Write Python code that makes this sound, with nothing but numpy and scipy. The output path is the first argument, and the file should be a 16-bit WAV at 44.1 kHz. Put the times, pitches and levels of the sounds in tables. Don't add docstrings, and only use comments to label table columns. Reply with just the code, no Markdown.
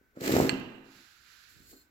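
import sys
import numpy as np
from scipy import signal
from scipy.fft import rfft, irfft, next_fast_len
from scipy.io import wavfile
from scipy.ndimage import uniform_filter1d

SR = 44100
rng = np.random.default_rng(int(sys.argv[2]) if len(sys.argv) > 2 else 0)


def materialize(psi):
    bounded = np.clip(np.atleast_2d(psi).T, -1, 1)
    quanta = np.round(bounded * 32767).astype(np.int16)
    wavfile.write(sys.argv[1], SR, quanta)


N = 83790
TIME = np.arange(N) / SR
FFT_SIZE = next_fast_len(N + SR, real=True)
FREQS = np.maximum(np.fft.rfftfreq(FFT_SIZE, 1 / SR), 1)

# time in seconds, scrape gain in dB, rumble gain in dB.
SLIDE = [(.14, -98.5, -76), (.16, -70, -56), (.174, -68, -43), (.2, -61.5, -53.5), (.207, -50.5, -38),
         (.24, -41.5, -32.5), (.33, -36, -26), (.41, -36.5, -25), (.45, -40.5, -28), (.487, -44.5, -33),
         (.535, -60.5, -34), (.565, -61, -54), (.65, -69.5, -51), (.86, -77, -55.5)]
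# time in seconds, hiss gain in dB, rumble gain in dB.
NUDGE = [(1.5, -59.5, -100), (1.58, -67, -71.5), (1.66, -61, -68), (1.712, -51, -70), (1.73, -57.5, -48),
         (1.765, -61.5, -65.5), (1.82, -64.5, -92), (1.85, -71.5, -101)]
# time in seconds, peak gain in dB, pitch in Hz.
CHIP_CATCHES = [(0.1736, -30.5, 333), (0.219, -26.5, 298), (.2610, -25, 390), (0.28, -22.5, 355),
                (0.2956, -17.5, 419), (0.31, -27.5, 385), (0.325, -23.5, 335), (0.34, -15, 333),
                (0.3536, -17.5, 500), (0.3659, -10.5, 490), (0.3778, -19, 240), (0.3857, -14.5, 450),
                (0.402, -9.5, 554), (0.4102, -18.5, 445), (.4140, -30.5, 550), (.4233, -16.5, 270),
                (0.4295, -18, 394.6), (.4500, -17, 358), (0.53, -24.5, 222), (.545, -26.5, 303.7)]
SOFT_THUDS = [(.014, -55, 346), (1.568, -57, 121), (1.605, -52.5, 201), (1.7375, -54.5, 397)]
# time of the peak in seconds, gain in dB.
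GRIT_HITS = [(.209, -43), (.238, -37), (.2605, -34), (.2775, -28), (.3165, -28), (.3215, -26.5),
             (.3665, -28), (.542, -48), (.5975, -50.5)]
SQUEAK_SPURTS = [(1.596, -67.5), (1.634, -68), (1.670, -63.5), (1.699, -61.5), (1.736, -59.5), (1.772, -61),
                 (1.793, -64), (1.817, -62.5)]
# time in seconds, gain in dB.
FINGER_ENVELOPE = [(1.49, -83.5), (1.56, -67.5), (1.61, -62.5), (1.68, -66.5), (1.74, -65), (1.83, -92)]
SLEEVE_ENVELOPE = [(0.86, -66.5), (0.896, -62.5), (0.962, -57), (1.212, -62), (1.318, -57), (1.506, -59.5),
                   (1.646, -65.5), (1.66, -64)]
DRONE_ENVELOPE = [(.52, -42.5), (.66, -49), (.86, -61.5), (1.01, -64), (1.05, -83)]
# frequency in Hz, relative level in dB.
THUD_COLOUR = [(25, -27), (50, -20.5), (75, -2.5), (100, -8), (135, 2.5), (180, -8), (240, 1), (300, 5),
               (420, 4.5), (700, -7), (1000, -18), (1400, -6.5), (2500, -21), (6000, -48)]
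SCRAPE_COLOUR = [(600, -13), (1000, -10.5), (1350, -11.5), (1700, -4.5), (2200, -4.5), (3300, -12),
                 (4200, -8.5), (6200, -13), (7700, -8), (8600, -23), (10500, -19.5), (12000, -11.5),
                 (14500, -11), (15800, -15)]
CRACK_COLOUR = [(500, -18), (1200, -4), (1800, 4.5), (2600, 11), (3500, 0), (4400, -8), (5800, -14),
                (7600, 9), (9200, -48), (14000, -15)]
NUDGE_COLOUR = [(1000, -24), (1600, -3.5), (3200, -11), (4500, -1), (6000, -8), (7500, 2.5), (8800, -14.5),
                (12000, -1), (15500, -3.5)]
FINGER_COLOUR = [(25, -5), (65, 9), (130, -6), (320, -7), (600, -31), (2000, -62)]
SLEEVE_COLOUR = [(300, -43), (800, -19.5), (1100, -9.5), (1320, 2), (1600, 4), (2000, -1.5), (2700, -2),
                 (3200, -5), (4200, -0.5), (6000, -7.5), (7600, -7.5), (8600, -29.5), (10000, -15.5),
                 (12000, -12), (15500, -20)]
ROOM_TONE_COLOUR = [(25, -11.5), (60, 0.5), (130, -10.5), (300, -12.5), (600, -19.5), (1100, -20),
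                    (1600, -18), (2200, -17), (3000, -27.5), (7000, -30), (9000, -37), (15800, -26.5)]
# pitch in Hz, relative level in dB, seconds to die away by 60 dB.
BOARD_MODES = [(73, -28, .35), (131, -26, .25), (202, -28, .2), (235, -27, .2), (271, -21, .2),
               (311, -26, .2), (334, -23, .25), (391, -22, .2), (462, -31, .12), (515, -30, .12),
               (580, -30, .12), (1290, -22, .07)]
TILE_MODES = [(1233, -21, .06), (1660, -8.5, .024), (1850, -12, .018), (2036, -17, .07), (2424, -17, .05),
              (2735, -22, .055), (2864, -40, .6), (2880, -21, .05), (3030, -21, .055), (4185, -14, .028),
              (4354, -9, .028), (4490, -9, .01), (7360, -18, .055), (8090, -23, .04), (11940, -30, .03)]
DRONE_MODES = [(225, -2.5, 0.34), (269.4, -1, .2), (338, 1, 0.11)]
# pitch in Hz, relative level in dB, pitch waver in Hz.
GLAZE_PARTIALS = [(4231, 5.5, 45), (7208, 0.5, 80), (7477, -5, 120), (11978, 2, 35), (13119, -2.5, 50),
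                  (14551, 0, 80)]
# frequency in Hz, seconds to die away by 60 dB, gain in dB.
REVERB_BANDS = [(60, 0.27, -14), (128.2, 0.99, -13), (285, 0.63, -4.5), (530, 0.83, -14), (976, 1, -3.5),
                (1940, 1, -8), (2874, .85, -5.5), (3500, 1, -8.5), (4560, 0.57, -15), (5860, 0.56, -10.5),
                (8850, 0.13, -20), (15000, .5, -16.5)]
# frequency in Hz, left-right likeness from 0 (wide) to 1 (mono).
NEAR_LIKENESS = [(300, 0.3), (700, 0.87), (1300, 0.95), (2500, 0), (5000, 0), (15000, 0.35)]
SLEEVE_LIKENESS = [(300, 0.42), (1400, 0.039), (3000, .15), (7000, 0.22)]
ROOM_LIKENESS = [(60, 0.77), (250, 0.78), (500, 0.37), (1000, 0.23), (4000, 0.31)]
# frequency in Hz, left minus right in dB.
TABLE_BALANCE = [(60, 0), (270, -1.5), (450, -1), (700, -3.5), (1600, -7), (2200, -6), (3500, -5.5),
                 (4300, -4), (6000, -5), (9000, -1), (14000, -7.5)]
ROOM_BALANCE = [(60, -11.5), (300, -2.5), (600, -5.5), (1600, -9), (6000, -6), (12000, -5.5)]


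def amp(db):
    return 10 ** (np.asarray(db) / 20)


def unit_rms(x):
    return x / np.sqrt(np.mean(x ** 2) + 1e-20)


def steady(x, samples):
    return x / np.sqrt(uniform_filter1d(x ** 2, size=samples) + 1e-9)


def at_hz(rows, hz, column=1):
    points = np.array(rows)
    return np.interp(np.log(hz), np.log(points[:, 0]), points[:, column])


def envelope(rows, column=1, fade_s=.018):
    points = np.array(rows)
    outside_s = np.maximum(points[0, 0] - TIME, 0) + np.maximum(TIME - points[-1, 0], 0)
    return amp(np.interp(TIME, points[:, 0], points[:, column])) * np.exp(-(outside_s / fade_s) ** 2)


def convolve(x, response):
    return irfft(rfft(x, FFT_SIZE) * rfft(response, FFT_SIZE), FFT_SIZE)[..., :N]


def pulse(colour):
    cepstrum = irfft(np.log(amp(at_hz(colour, FREQS))), FFT_SIZE)
    cepstrum[1:FFT_SIZE // 2] *= 2
    cepstrum[FFT_SIZE // 2 + 1:] = 0
    click = irfft(np.exp(rfft(cepstrum)), FFT_SIZE)[:N]
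    return click / np.abs(click).max()


def ring(modes):
    return sum(amp(db - 60 * TIME / t60) * np.sin(2 * np.pi * hz * TIME) for hz, db, t60 in modes)


def noise(colour, likeness):
    white = widen(rng.standard_normal((2, N)), likeness)
    return unit_rms(convolve(white, pulse(colour)))


def grains(per_s, spread_db):
    sizes = amp(spread_db * np.minimum(rng.exponential(1, N), 5))
    return (rng.random(N) < per_s / SR) * sizes * rng.choice([-1, 1], N)


def flicker(per_s):
    return np.interp(TIME * per_s, np.arange(N), rng.standard_normal(N))


def delayed(x, seconds):
    shift = int(seconds * SR)
    return np.concatenate([np.zeros_like(x[..., :shift]), x[..., :N - shift]], axis=-1)


def lag_right(pair, seconds):
    return np.array([pair[0], np.interp(TIME - seconds, TIME, pair[1])])


def pan(left_db):
    gains = amp([[left_db / 2], [-left_db / 2]])
    return gains / gains.mean()


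def balance(x, rows):
    half_db = at_hz(rows, FREQS) / 2
    gains = amp([half_db, -half_db])
    return irfft(rfft(x, FFT_SIZE) * gains / gains.mean(axis=0), FFT_SIZE)[:, :N]


def widen(pair, likeness):
    alike = np.clip(at_hz(likeness, FREQS), -.99, .99)
    mid, side = rfft(pair, FFT_SIZE)
    stereo = np.sqrt(1 + alike) * mid + np.sqrt(1 - alike) * side * [[1], [-1]]
    return irfft(stereo, FFT_SIZE)[:, :N] / np.sqrt(2)


def kick(at_s, hz):
    phase_squared = (np.pi * hz * (TIME - at_s)) ** 2
    return (1 - 2 * phase_squared) * np.exp(-phase_squared)


def board(judder_top_hz=1460, bass_hz=146.4, boom_threshold_db=-28.5):
    kicks = sum(amp(db) * kick(at_s, hz) for at_s, db, hz in CHIP_CATCHES + SOFT_THUDS)
    judders = convolve(grains(per_s=520, spread_db=1.5), pulse(THUD_COLOUR))
    judders = signal.sosfilt(signal.butter(2, judder_top_hz, fs=SR, output="sos"), judders)
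    judders = steady(judders, samples=900)
    force = envelope(SLIDE, column=2) + envelope(NUDGE, column=2)
    bass = signal.sosfiltfilt(signal.butter(2, bass_hz, fs=SR, output="sos"), judders)
    boom = np.clip((force / amp(boom_threshold_db)) ** 3, .12, 1.6)
    judders += bass * (boom - 1)
    thuds = kicks + amp(-3) * judders * force
    ringing = amp(-32.5) * convolve(thuds, ring(BOARD_MODES))
    return (thuds + ringing) * pan(left_db=1)


def scrape(flicker_db=1.1, low_cut_hz=500):
    fibres = np.array([grains(per_s=8200, spread_db=3.5) for _ in range(2)])
    fibres = widen(fibres, NEAR_LIKENESS) * amp(flicker_db * flicker(170))
    rasp = convolve(fibres, pulse(SCRAPE_COLOUR))
    rasp = signal.sosfilt(signal.butter(2, low_cut_hz, "high", fs=SR, output="sos"), rasp)
    flares = sum(amp(db) * delayed(np.exp(-TIME / .0023), at_s) for at_s, db in GRIT_HITS)
    return unit_rms(rasp) * (amp(2.5) * envelope(SLIDE) + flares) * pan(left_db=1.5)


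def clack(at_s=.4935, crack_decay_s=.0019):
    crack = amp(-7.5) * noise(CRACK_COLOUR, NEAR_LIKENESS) * np.exp(-TIME / crack_decay_s)
    blow = lag_right(crack + amp(-4) * ring(TILE_MODES), seconds=.0002)
    return amp(-11) * delayed(blow, at_s) * pan(left_db=-2.5)


def nudge():
    whisper = noise(NUDGE_COLOUR, NEAR_LIKENESS) * envelope(NUDGE)
    return (whisper + squeak()) * pan(left_db=.5)


def squeak(spurt_s=.011, flicker_db=2.5):
    tone = 0
    for hz, db, waver_hz in GLAZE_PARTIALS:
        phase = 2 * np.pi * np.cumsum(hz + waver_hz * flicker(400)) / SR
        strength = amp(db + flicker_db * flicker(90))
        stereo_drift = np.array([flicker(55), flicker(60)])
        tone = tone + strength * np.sin(phase + stereo_drift)
    spurts = sum(amp(db) * np.exp(-((TIME - at_s) / spurt_s) ** 2) for at_s, db in SQUEAK_SPURTS)
    return unit_rms(tone) * spurts


def fingers():
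    return noise(FINGER_COLOUR, NEAR_LIKENESS) * envelope(FINGER_ENVELOPE) * pan(left_db=-5.5)


def sleeve():
    cloth = amp(-.5) * noise(SLEEVE_COLOUR, SLEEVE_LIKENESS)
    return cloth * envelope(SLEEVE_ENVELOPE) * pan(left_db=-10.5)


def drone():
    hum = convolve(rng.standard_normal(N), ring(DRONE_MODES))
    return steady(hum, samples=2500) * envelope(DRONE_ENVELOPE)


def reverb(x, predelay_s=.006):
    wash = rfft(widen(rng.standard_normal((2, N)), ROOM_LIKENESS))
    hz = np.fft.rfftfreq(N, 1 / SR)
    edges_hz = 40 * 2 ** (np.arange(27) / 3)
    tail = 0
    for low, high in zip(edges_hz, edges_hz[1:]):
        centre = np.sqrt(low * high)
        band = irfft(wash * (hz >= low) * (hz < high), N)
        decay = amp(-60 * TIME / at_hz(REVERB_BANDS, centre))
        gain = amp(at_hz(REVERB_BANDS, centre, column=2)) / np.linalg.norm(decay)
        tail = tail + gain * band * decay
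    return balance(convolve(x, delayed(tail, predelay_s)), ROOM_BALANCE)


def room_tone(whine_hz=1520):
    whine = unit_rms(convolve(rng.standard_normal((2, N)), ring([(whine_hz, 0, .08)])))
    return amp(-72) * noise(ROOM_TONE_COLOUR, ROOM_LIKENESS) + amp(-76.5) * whine


def scene():
    table = board() + scrape() + clack() + nudge() + fingers()
    direct = balance(lag_right(table, seconds=.00028), TABLE_BALANCE)
    return direct + reverb(table) + sleeve() + room_tone() + drone()


def record(dry, cutoff_hz=15900):
    rolloff = np.sqrt(1 + (FREQS / cutoff_hz) ** 300)
    return irfft(rfft(dry, FFT_SIZE) / rolloff, FFT_SIZE)[:, :N]


dry = scene()
out = record(dry)
materialize(out)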